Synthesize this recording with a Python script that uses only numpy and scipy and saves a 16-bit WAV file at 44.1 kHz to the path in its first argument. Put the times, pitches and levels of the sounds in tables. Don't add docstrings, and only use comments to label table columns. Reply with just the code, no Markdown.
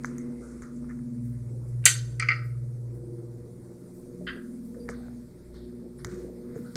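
import sys
import numpy as np
from scipy import signal
from scipy.fft import rfft, irfft, next_fast_len
from scipy.io import wavfile
from scipy.ndimage import uniform_filter1d, map_coordinates

SR = 44100
rng = np.random.default_rng(int(sys.argv[2]) if len(sys.argv) > 2 else 0)


def natural_amplitude(level_db):
    exponent = np.asarray(level_db, float) / 20
    return 10 ** exponent


def wrap_up_sound(samples):
    columns = np.atleast_2d(samples).T
    tamed = np.clip(columns, -1, 1)
    steps = np.round(tamed * 32767).astype(np.int16)
    wavfile.write(sys.argv[1], SR, steps)


N = 298107

MAINS_HZ = 60


def hum():
    beat_hz, shaft_hz, shaft_db = 19, 58.8, -62.5
    # (multiple of mains [1], motor beats added [1], level [dB])
    hum_lines = [(2, -1, -72.5), (2, 0, -58.5), (2, 0.95, -62), (3, 0, -63.5), (4, -1, -63), (4, 0, -62),
                 (4, 1, -69.5), (6, -1, -64), (6, 0, -65), (6, 0.96, -70.5), (8, -1.2, -68), (8, 0, -65.5),
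                 (10, -0.56, -72), (10, 0.28, -72.5)]
    total = np.zeros(N)
    for multiple, beats, db in hum_lines:
        hz = multiple * MAINS_HZ + beats * beat_hz
        total += standing(hz) * line(hz, db, flutter_db=1.82)
    t = np.arange(N) / SR
    share, fades_s, slower_hz, in_step_s = 0.65, 4.1, 2.4, 0.066
    twin = share / (1 + np.exp((t - fades_s) / 0.17))
    beating = np.abs(1 + twin * np.exp(2j * np.pi * slower_hz * (t - in_step_s)))
    return total + beating * standing(shaft_hz) * line(shaft_hz, shaft_db, flutter_db=1.0)


def line(hz, db, flutter_db):
    phase = 2 * np.pi * (hz * np.arange(N) / SR + rng.random())
    phase = phase + 0.2 * flutter_db * wobble(5)
    return np.sqrt(2) * natural_amplitude(db + flutter_db * wobble(9)) * np.sin(phase)


def standing(hz):
    # (time [s], half length [s], room resonance
    # [Hz], gain [dB])
    loud_spots = [(0.15, 0.22, 152.5, 24), (0.187, 0.21, 246, 27), (0.207, 0.12, 355.5, 17.5),
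                  (0.397, 0.45, 490, 10), (0.59, 0.478, 350, 8.5), (0.764, 0.27, 243.7, 21),
                  (0.987, 0.098, 244, 15.5), (1.093, 0.46, 148, 19), (1.123, 0.18, 241, 25),
                  (1.29, 0.11, 241, 10), (1.378, 0.3, 112, 22.5), (1.496, 0.13, 234, 5.5),
                  (1.57, 1.5, 56.1, 8.5), (1.663, 0.12, 355, 5.5), (2.189, 0.61, 120.6, 25.5),
                  (2.26, 0.1, 497, 17), (2.28, 0.37, 329.5, 3.5), (3.1, 0.57, 122.8, 14.5),
                  (3.14, 0.21, 350.6, 18), (3.254, 0.38, 476.3, 8), (3.594, 0.53, 249.6, 0),
                  (4.15, 0.596, 356.6, 13.4), (4.21, 0.166, 480, 9.4), (4.22, 0.034, 160.4, 27),
                   (4.27, 0.64, 182.3, 13), (4.29, 0.069, 56.4, 11.3), (4.43, 0.34, 268.2, 26.6),
                   (4.56, 0.24, 224.7, 19.5), (4.86, 0.11, 474, 20), (4.978, 0.22, 136, 4.9),
                   (4.98, 0.2, 60.8, 13), (5.02, 0.28, 243.5, 19.2), (5.59, 0.12, 59, 13.7),
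                   (5.72, 0.31, 366.2, 13.7), (5.77, 0.21, 241, 16.2), (6.07, 0.094, 137, 13),
                   (6.14, 0.183, 60, 14), (6.16, 0.092, 270, 22), (6.18, 0.11, 364, 25.3),
                   (6.2, 0.11, 470, 15), (6.38, 0.81, 168.3, 16.6), (6.49, 0.15, 364, 18),
                   (6.54, 0.2, 243.7, 16.6), (6.56, 0.19, 488, 16.4), (6.6, 0.092, 134, 6.2),
                   (6.65, 0.084, 218.7, 16)]
    # (time [s], half length [s], centre [Hz], share cancelled [0-1])
    dead_spots = [(.5, 0.4, 114, 0.9), (1.3, 0.46, 488, .7), (3.738, 0.37, 57.7, 1),
                  (4.081, .05, 183.3, 0.9), (4.479, .13, 125, 0.84), (5.4, 0.13, 238, 1),
                  (5.454, 0.14, 477, 0.85), (4.55, 0.23, 211.7, 0.36)]
    spot_width_hz = 16
    t = np.arange(0, N + 256, 256) / SR

    def near(s, half, spot_hz):
        return np.exp(-((hz - spot_hz) / spot_width_hz) ** 2 - ((t - s) / half) ** 2)

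    loud = 1 + sum(natural_amplitude(db) * near(*spot) for *spot, db in loud_spots)
    dead = np.prod([1 - min(share, 1) * near(*spot) for *spot, share in dead_spots], axis=0)
    return np.interp(np.arange(N) / SR, t, loud * dead)


def slam():
    # (time [s], peak [dB], middle [dB], treble [dB], time to fall 60 dB [s])
    blows = [
        (1.826, -56, -15.5, -30.5, 0.029),
        (1.84, -37.5, -13, -29.5, 0.25),
        (1.8546, 1, -2, 16, 0.008),
        (1.8554, 0, -2, 13.5, 0.0085),
        (1.8574, -1.5, -4.5, 1.5, 0.045),
        (1.864, -3, 0, 0.5, .012),
        (1.873, -12.5, 0, -2, 0.025),
        (1.882, -15, 0, -1.5, 0.019),
    ]
    # (frequency [Hz], level [dB per Hz])
    colour = [(240, -45), (400, -23), (1010, -25), (1540, -3), (1690, -11.5), (1860, -1.5), (2460, -5.5),
              (4500, -5.5), (5330, -12.5), (7390, -4.5), (9200, -6.5), (11700, -15.5), (12500, -22),
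              (14000, -24), (14900, -17), (15600, -30), (16500, -40)]
    # (frequency [Hz], width [Hz], level [dB])
    plate = [(1600, 47, 3), (1905, 33, 2), (2360, 31, 5.5), (2800, 46, 5.5), (3110, 51, 10.5),
             (3650, 63, 2.5), (4560, 110, 4.5), (6070, 88, 3), (6440, 130, 3), (7220, 38, 7.5),
             (7570, 65, 5), (8060, 61, 8.5), (8400, 30, 7.5), (8600, 55, 7.5)]
    room_db = -3.5
    return contacts([(*blow, room_db) for blow in blows], colour, plate, chatter=0.7)


def rattle():
    # (time [s], peak [dB], middle [dB], treble [dB], time to fall 60 dB [s])
    bounces = [
        (2.1972, -18.5, 13, 29.5, 0.018),
        (2.201, -23, 8.5, 9.5, 0.036),
        (2.2241, -15.5, 4.5, -3, 0.008),
        (2.2295, -21.5, 1, -2.5, .02),
        (2.2868, -10.5, 3.5, 12, 0.01),
        (2.2882, -12, 0, 6.5, .015),
        (2.295, -21, 9.5, 11, .01),
        (2.304, -17, 2.5, 1, .01),
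        (2.309, -19.5, 0, -0.5, .01),
        (2.316, -19, 5, 1, .01),
    ]
    # (frequency [Hz], level [dB per Hz])
    colour = [(450, -47), (750, -24), (1000, -23.5), (1260, -3), (1700, -6.5), (1900, 1.5), (2320, 0),
              (2600, -8.5), (3100, -22), (3800, -31.5), (4400, -19), (5000, -19.5), (5600, -31.5),
              (10500, -55.5), (15000, -78.5)]
    # (frequency [Hz], width [Hz], level [dB])
    latch = [(1220, 60, -1), (1332, 68, 9), (1500.4, 40.3, 2.5), (1633, 40, 3), (1910, 34, 7.5),
             (2093, 40, 7.5), (2160, 400, 2.5), (2306, 45, 9), (2720, 32.3, 4.5), (3000, 100, 5),
             (4260, 100, 4.5), (4690, 70, 8.5), (4960, 30, 11)]
    rows = [(*bounce, -5) for bounce in bounces]
    return contacts(rows, colour, latch, chatter=0.45, click=0.6, swell_s=0.001)


def knock():
    # (time [s], peak [dB], middle [dB], treble [dB], time to fall 60 dB [s])
    bumps = [
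        (4.267, -35, -2, 0.0059, 0.02),
        (4.2703, -27, 6.5, 0, 0.017),
        (4.2765, -27.5, 4.5, 0, .015),
        (4.2847, -27, -14, 0, 0.025),
        (4.2921, -30, -17, 0, .015),
        (4.364, -45, -3, 0, .01),
    ]
    # (frequency [Hz], level [dB per Hz])
    colour = [(500, -43), (950, -25.5), (1200, -9.5), (1600, -0.5), (2000, -3), (2200, -15), (3200, -9.5),
              (3900, -24.5), (4900, -20.5), (5400, -44), (7000, -57)]
    # (frequency [Hz], width [Hz], level [dB])
    door = [(1615, 62, -9), (1910, 29, -4), (2270, 70, -15), (2710, 110, -8), (3070, 49, -9),
            (3920, 29, -20), (4300, 45, -21), (4640, 81, -26)]
    rings_db, room_db = 2.5, 0.5
    panel = [(hz, width, rings_db + db / 4) for hz, width, db in door]
    return contacts([(*bump, room_db) for bump in bumps], colour, panel, chatter=0.5)


def taps():
    # (time [s], peak [dB], middle [dB], treble [dB], room [dB])
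    touches = [(0.0351, -37, -14, -14, 1.5), (0.0454, -18, -32, -26.5, -17.5), (0.0556, -35, -11, -6, -0.5),
               (0.182, -32, -28, -3, -9.5), (0.6205, -35, -22, -15, 1), (0.843, -46.5, -36, -42, -6),
               (0.8932, -45, -33, -18, -13), (0.909, -41, -31, -25, -4), (0.9894, -47.5, -37, -23, -18),
               (4.7444, -50.5, -28, -30, -1.5), (4.857, -53, -27, -28, -8), (4.8889, -23, -23, -26, -8.5),
               (5.082, -46, -28, -26, -10), (5.542, -49, -9.5, -20.5, 6.5), (5.9877, -52, -9, -26, 8.5),
               (6.0461, -19, -17.5, -18, -8.5), (6.0685, -42, -8, 3, -13.5), (6.114, -42, -25, -25, -6),
               (6.5555, -47, -37, -16, 4.5), (6.7554, -19.5, -1.5, -8, -10)]
    # (frequency [Hz], level [dB per Hz])
    colour = [(300, -12), (700, -19.5), (1000, -7), (1400, 0.5), (2200, -6.5), (2600, -28.5), (3050, -10),
              (3600, -5), (4500, 0.5), (5600, 3.5), (6600, 6), (9500, -6.5), (16000, -21.5)]
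    t60_s, delay_s = 0.0098, 0.001
    rows = [(*touch, t60_s, room_db) for *touch, room_db in touches]
    return contacts(rows, colour, [], chatter=0.15, lag=delay_s)


def contacts(rows, colour, modes, chatter, lag=0, click=1, swell_s=1e-5):
    out, t = np.zeros(N + SR), np.arange(4096) / SR
    last = -1

    def ring(f):
        return 1 + sum(natural_amplitude(g) * 1j * f * w / (c * c - f * f + 1j * f * w) for c, w, g in modes)

    def shaded(f):
        return 0.43 + 0.55 * ring(f)

    for s, db, mid_db, high_db, t60, room_db in rows:
        rise = 1 - np.exp(-t / max(swell_s, 1e-5))
        grit = chatter * rng.standard_normal(len(t)) * natural_amplitude(-60 * t / max(t60, 0.002)) * rise
        crack = grit + click * (t == 0)
        tilt = [(2500, 0), (3300, mid_db), (5300, mid_db), (6000, high_db)]
        push = causal(lambda f: along(colour, f) + along(tilt, f), len(t))
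        hit = filtered(signal.fftconvolve(crack, push), ring)
        hit = hit * natural_amplitude(db) / np.abs(hit).max()
        shade = filtered(push, shaded)
        shade = shade * np.linalg.norm(hit) / np.linalg.norm(shade)
        if s - last > 0.02:
            room, last = tail(), s
        wet = natural_amplitude(room_db) * signal.fftconvolve(shade, room)
        start = round((s + lag) * SR)
        out[start:start + len(hit)] += hit
        out[start:start + len(wet)] += wet
    return out[:N]


def tail():
    # (frequency [Hz], time to fall 60 dB [s])
    tiles = [(500, 0.23), (1300, 0.35), (2200, 0.22), (3200, 0.23), (5000, .3), (9000, 0.18), (11500, 0.18),
             (13000, 0.15)]
    patchy_db = 3
    late_db, late_longer = -23.5, 2.7
    hz, t, z = signal.stft(rng.standard_normal(SR // 2), SR, nperseg=256)
    fall_db = -60 * t / along(tiles, hz)[:, None]
    clumps = uniform_filter1d(rng.standard_normal(z.shape), size=9, axis=0)
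    clumps = uniform_filter1d(clumps, size=3, axis=1)
    fall = natural_amplitude(fall_db) + natural_amplitude(late_db + fall_db / late_longer)
    x = signal.istft(z * natural_amplitude(patchy_db * unit(clumps)) * fall, SR, nperseg=256)[1]
    return np.pad(x / np.linalg.norm(x), (120, 0))


def thuds():
    # (time [s], peak [dB], pitch [Hz], time to fall 60 dB [s], dull puff [dB])
    steps = [(.298, -44, 564.3, 0.066, 4), (4.06, -47, 550, 0.059, -2), (4.108, -42, 557, 0.046, 3),
             (1.856, -32.5, 595, 0.063, -8), (3.399, -38, 72, 0.16, -23), (4.208, -36, 596, 0.086, -1),
             (4.36, -32, 349, 0.07, -5), (4.887, -27.5, 191.7, 0.055, 0.5), (6.05, -25, 114, 0.07, -13),
             (6.129, -27, 200, 0.1, -17), (6.56, -28.5, 456, 0.084, -8), (6.752, -28, 153, 0.22, -3)]
    out, t = np.zeros(N + SR), np.arange(SR // 3) / SR
    for s, db, hz, t60, puff_db in steps:
        noise = rng.standard_normal(len(t))
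        puff = unit(filtered(noise, lambda f: f / (f + 80) / (1 + (f / 620) ** 8)))
        shape = natural_amplitude(-60 * t / t60) * (1 - np.exp(-t / 0.0042))
        push = np.sin(2 * np.pi * hz * t) + natural_amplitude(puff_db) * puff
        out[round(s * SR):][:len(t)] += natural_amplitude(db) * shape * push
    return out[:N]


def rubs():
    # (time [s], length [s], centre [Hz], width [Hz],
    # level [dB])
    strokes = [(0.189, 0.088, 2070, 252, -64), (0.367, 0.088, 2110, 252, -68.5),
               (.06, 0.23, 1600, 1300, -64), (0.401, 0.17, 1350, 420, -60), (0.611, 0.098, 1300, 354, -58),
               (0.886, 0.041, 1610, 960, -53.5), (4.742, 0.079, 510, 223, -50.5),
               (4.879, 0.017, 1600, 1200, -50), (4.95, 0.24, 610, 450.3, -58.5),
               (6.044, .01, 1500, 1200, -52), (4.901, 0.2, 1670, 1402, -66),
               (5.02, 0.058, 1490, 352, -62.5), (6.07, 0.2, 1580, 1460, -61),
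               (6.477, 0.21, 1502, 1202, -65.5), (6.638, 0.083, 1396, 393, -58),
               (0.052, 0.0079, 6260, 699, -44), (0.382, 0.25, 7550, 4702, -63),
               (0.613, 0.031, 7300, 1102, -66), (1.8395, .002, 8400, 1800, -54),
               (1.847, 0.0046, 8900, 2200, -49), (1.678, 0.027, 9000, 6000, -64),
               (2.057, .006, 10300, 1510, -60), (2.1975, 0.0027, 8500, 1210, -32),
               (6.046, 0.0072, 6500, 1500, -46), (4.79, .055, 4750, 350, -64),
               (0.755, 0.041, 7000, 3000, -66), (4.894, 0.022, 7240, 5050, -50),
               (4.895, 0.18, 4180, 1502, -67.5), (5.526, 0.15, 4050, 1614, -65),
               (5.97, 0.083, 9840, 2460, -63.5), (6.063, 0.2, 6160, 6030, -61.5),
               (6.65, 0.076, 4330, 902, -69.5)]
    # (time [s], length [s], level [dB])
    swishes = [(1.225, 0.13, -68), (2.43, 0.082, -67.5), (2.935, 0.053, -70), (3.925, .1, -67),
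               (4.631, .09, -67), (6.554, 0.11, -66.5)]
    swish_hz, swish_width_hz = 11200, 9300
    sleeves = [(s, length, swish_hz, swish_width_hz, db) for s, length, db in swishes]
    out = np.zeros(N + SR)
    for s, length, hz, width, db in strokes + sleeves:
        u = np.arange(SR // 4) / SR / length
        rough = uniform_filter1d(rng.standard_normal(len(u)), size=150) * np.sqrt(150)
        grit = rng.standard_normal(len(u)) * natural_amplitude(1.47 * rough)
        band = unit(filtered(grit, lambda f: 1 / (1 + ((f - hz) / (width / 2)) ** 4)))
        out[round(s * SR):][:len(u)] += natural_amplitude(db) * band * np.clip(5 * u, 0, 1) * np.exp(-u ** 2.4)
    return out[:N]


def cloth():
    # (time [s], cloth level [dB])
    moving = [(0, -63.5), (.3, -67), (1.24, -71), (2.8, -73.5), (4.1, -72), (4.75, -71.5), (5.1, -70),
              (5.95, -72), (6.3, -72), (6.76, -66.5)]
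    # (frequency [Hz], level [dB per Hz])
    rustle_colour = [(500, -20.5), (900, 2.5), (1350, 1.5), (1750, -2.5), (2100, -2.5), (2600, -11),
                     (3100, -22.5), (4000, -42.5)]
    # (frequency [Hz], level [dB per Hz])
    scuff_colour = [(2600, -23.5), (3200, -7), (3800, -2), (4700, 1), (5500, -3), (6500, -23.5)]
    moving_db = curve(moving)
    usual_db = moving_db.mean()
    scuff_db = usual_db - 9.5 + 0.8 * (moving_db - usual_db)
    scuff_db = scuff_db + 0.83 * np.arange(N) / SR
    rustle = natural_amplitude(moving_db + 0.1) * rush(rustle_colour, patchy_db=2.5)
    return rustle + natural_amplitude(scuff_db) * rush(scuff_colour, patchy_db=1.0)


def water():
    # (frequency [Hz], level [dB per Hz])
    rumble_colour = [(60, -29), (120, -2.5), (200, -2), (300, -3.5), (500, -7), (650, -20.5), (850, -26.5),
                     (1500, -42)]
    # (frequency [Hz], level [dB per Hz])
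    drone_colour = [(12, -13), (25, 1), (40, -6.5), (80, -4), (200, -6.5), (450, -17.5), (900, -31.5),
                    (1200, -47)]
    follows = 0.54
    swell = (standing(6 * MAINS_HZ) * standing(8 * MAINS_HZ)) ** (follows / 2)
    rumble = swell * natural_amplitude(-56.5 + 1.7 * wobble(6.4)) * rush(rumble_colour, patchy_db=3.0)
    drone = natural_amplitude(-56.5 + 1.7 * wobble(5.5)) * rush(drone_colour, patchy_db=1.5)
    return rumble + drone


def air():
    # (time [s], level [dB])
    vent = [(0, -68), (1.15, -70), (1.8, -68.5), (2.96, -72), (3.9, -69), (4.86, -68), (5.29, -71.5),
            (5.9, -73.5), (6.12, -69), (6.45, -71.5), (6.76, -66.5)]
    # (frequency [Hz], level [dB per Hz])
    hiss_colour = [(4000, -20), (5500, -6), (7000, -5), (9300, 1), (10800, -6.5), (12000, -18.5),
                   (14000, -39)]
    # (frequency [Hz], level [dB per Hz])
    thin_colour = [(9500, -27), (11500, -1.5), (12500, 1.5), (14000, -1), (15500, -4), (16300, -17)]
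    vent_db = curve(vent)
    thin_db = vent_db - 12 + 1.22 * np.arange(N) / SR
    hiss = natural_amplitude(vent_db + 1.05) * rush(hiss_colour, patchy_db=2.5)
    return hiss + natural_amplitude(thin_db) * rush(thin_colour, patchy_db=-0.3)


def rush(spectrum, patchy_db):
    z = signal.stft(rng.standard_normal(N + 512), nperseg=512)[2]
    field = uniform_filter1d(rng.standard_normal(z.shape), size=8, axis=0)
    field = uniform_filter1d(field, size=8, axis=1)
    patches = natural_amplitude(patchy_db * np.clip(unit(field), -2, 2))
    x = signal.istft(z * patches, nperseg=512)[1][:N]
    points = [(4.5, -120)] + spectrum + [(SR / 2, -120)]
    return unit(filtered(x, lambda hz: natural_amplitude(along(points, hz))))


def unit(x):
    return x / np.sqrt(np.mean(x ** 2) + 1e-20)


def along(points, hz):
    f, v = np.transpose(points)
    return np.interp(np.log(hz + 1), np.log(f + 1), v)


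def curve(points):
    s, v = np.transpose(points)
    return np.interp(np.arange(N) / SR, s, v)


def wobble(rate):
    t = np.arange(0, N + 128, 128) / SR
    knots = rng.standard_normal(int(N * rate / SR) + 4)
    return np.interp(np.arange(N) / SR, t, map_coordinates(knots, [t * rate]))


def filtered(x, response):
    m = next_fast_len(len(x) + 8192)
    return irfft(rfft(x, m) * response(np.fft.rfftfreq(m, 1 / SR)), m)[:len(x)]


def causal(db_of, length):
    m = 2 * length
    gain = natural_amplitude(db_of(np.fft.rfftfreq(m, 1 / SR)))
    cep = irfft(np.log(np.maximum(gain, 1e-6)), m)
    cep[1:length] *= 2
    cep[length + 1:] = 0
    return irfft(np.exp(rfft(cep)), m)[:length]


def scene():
    metal = slam() + rattle() + knock()
    person = taps() + thuds() + rubs() + cloth()
    return (hum() + metal + person + water() + air())[None]


def roll_off(x):
    return signal.sosfilt(signal.butter(12, 16860, fs=SR, output="sos"), x)


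def record(dry):
    peak_limit, top_hz = 0.73, 16100
    soft = dry / (1 + np.abs(dry / peak_limit) ** 4) ** (1 / 4)
    kept = filtered(soft[0], lambda hz: 1 / (1 + (hz / top_hz) ** 100))[None]
    return roll_off(kept)


dry = scene()
out = record(dry)
wrap_up_sound(out)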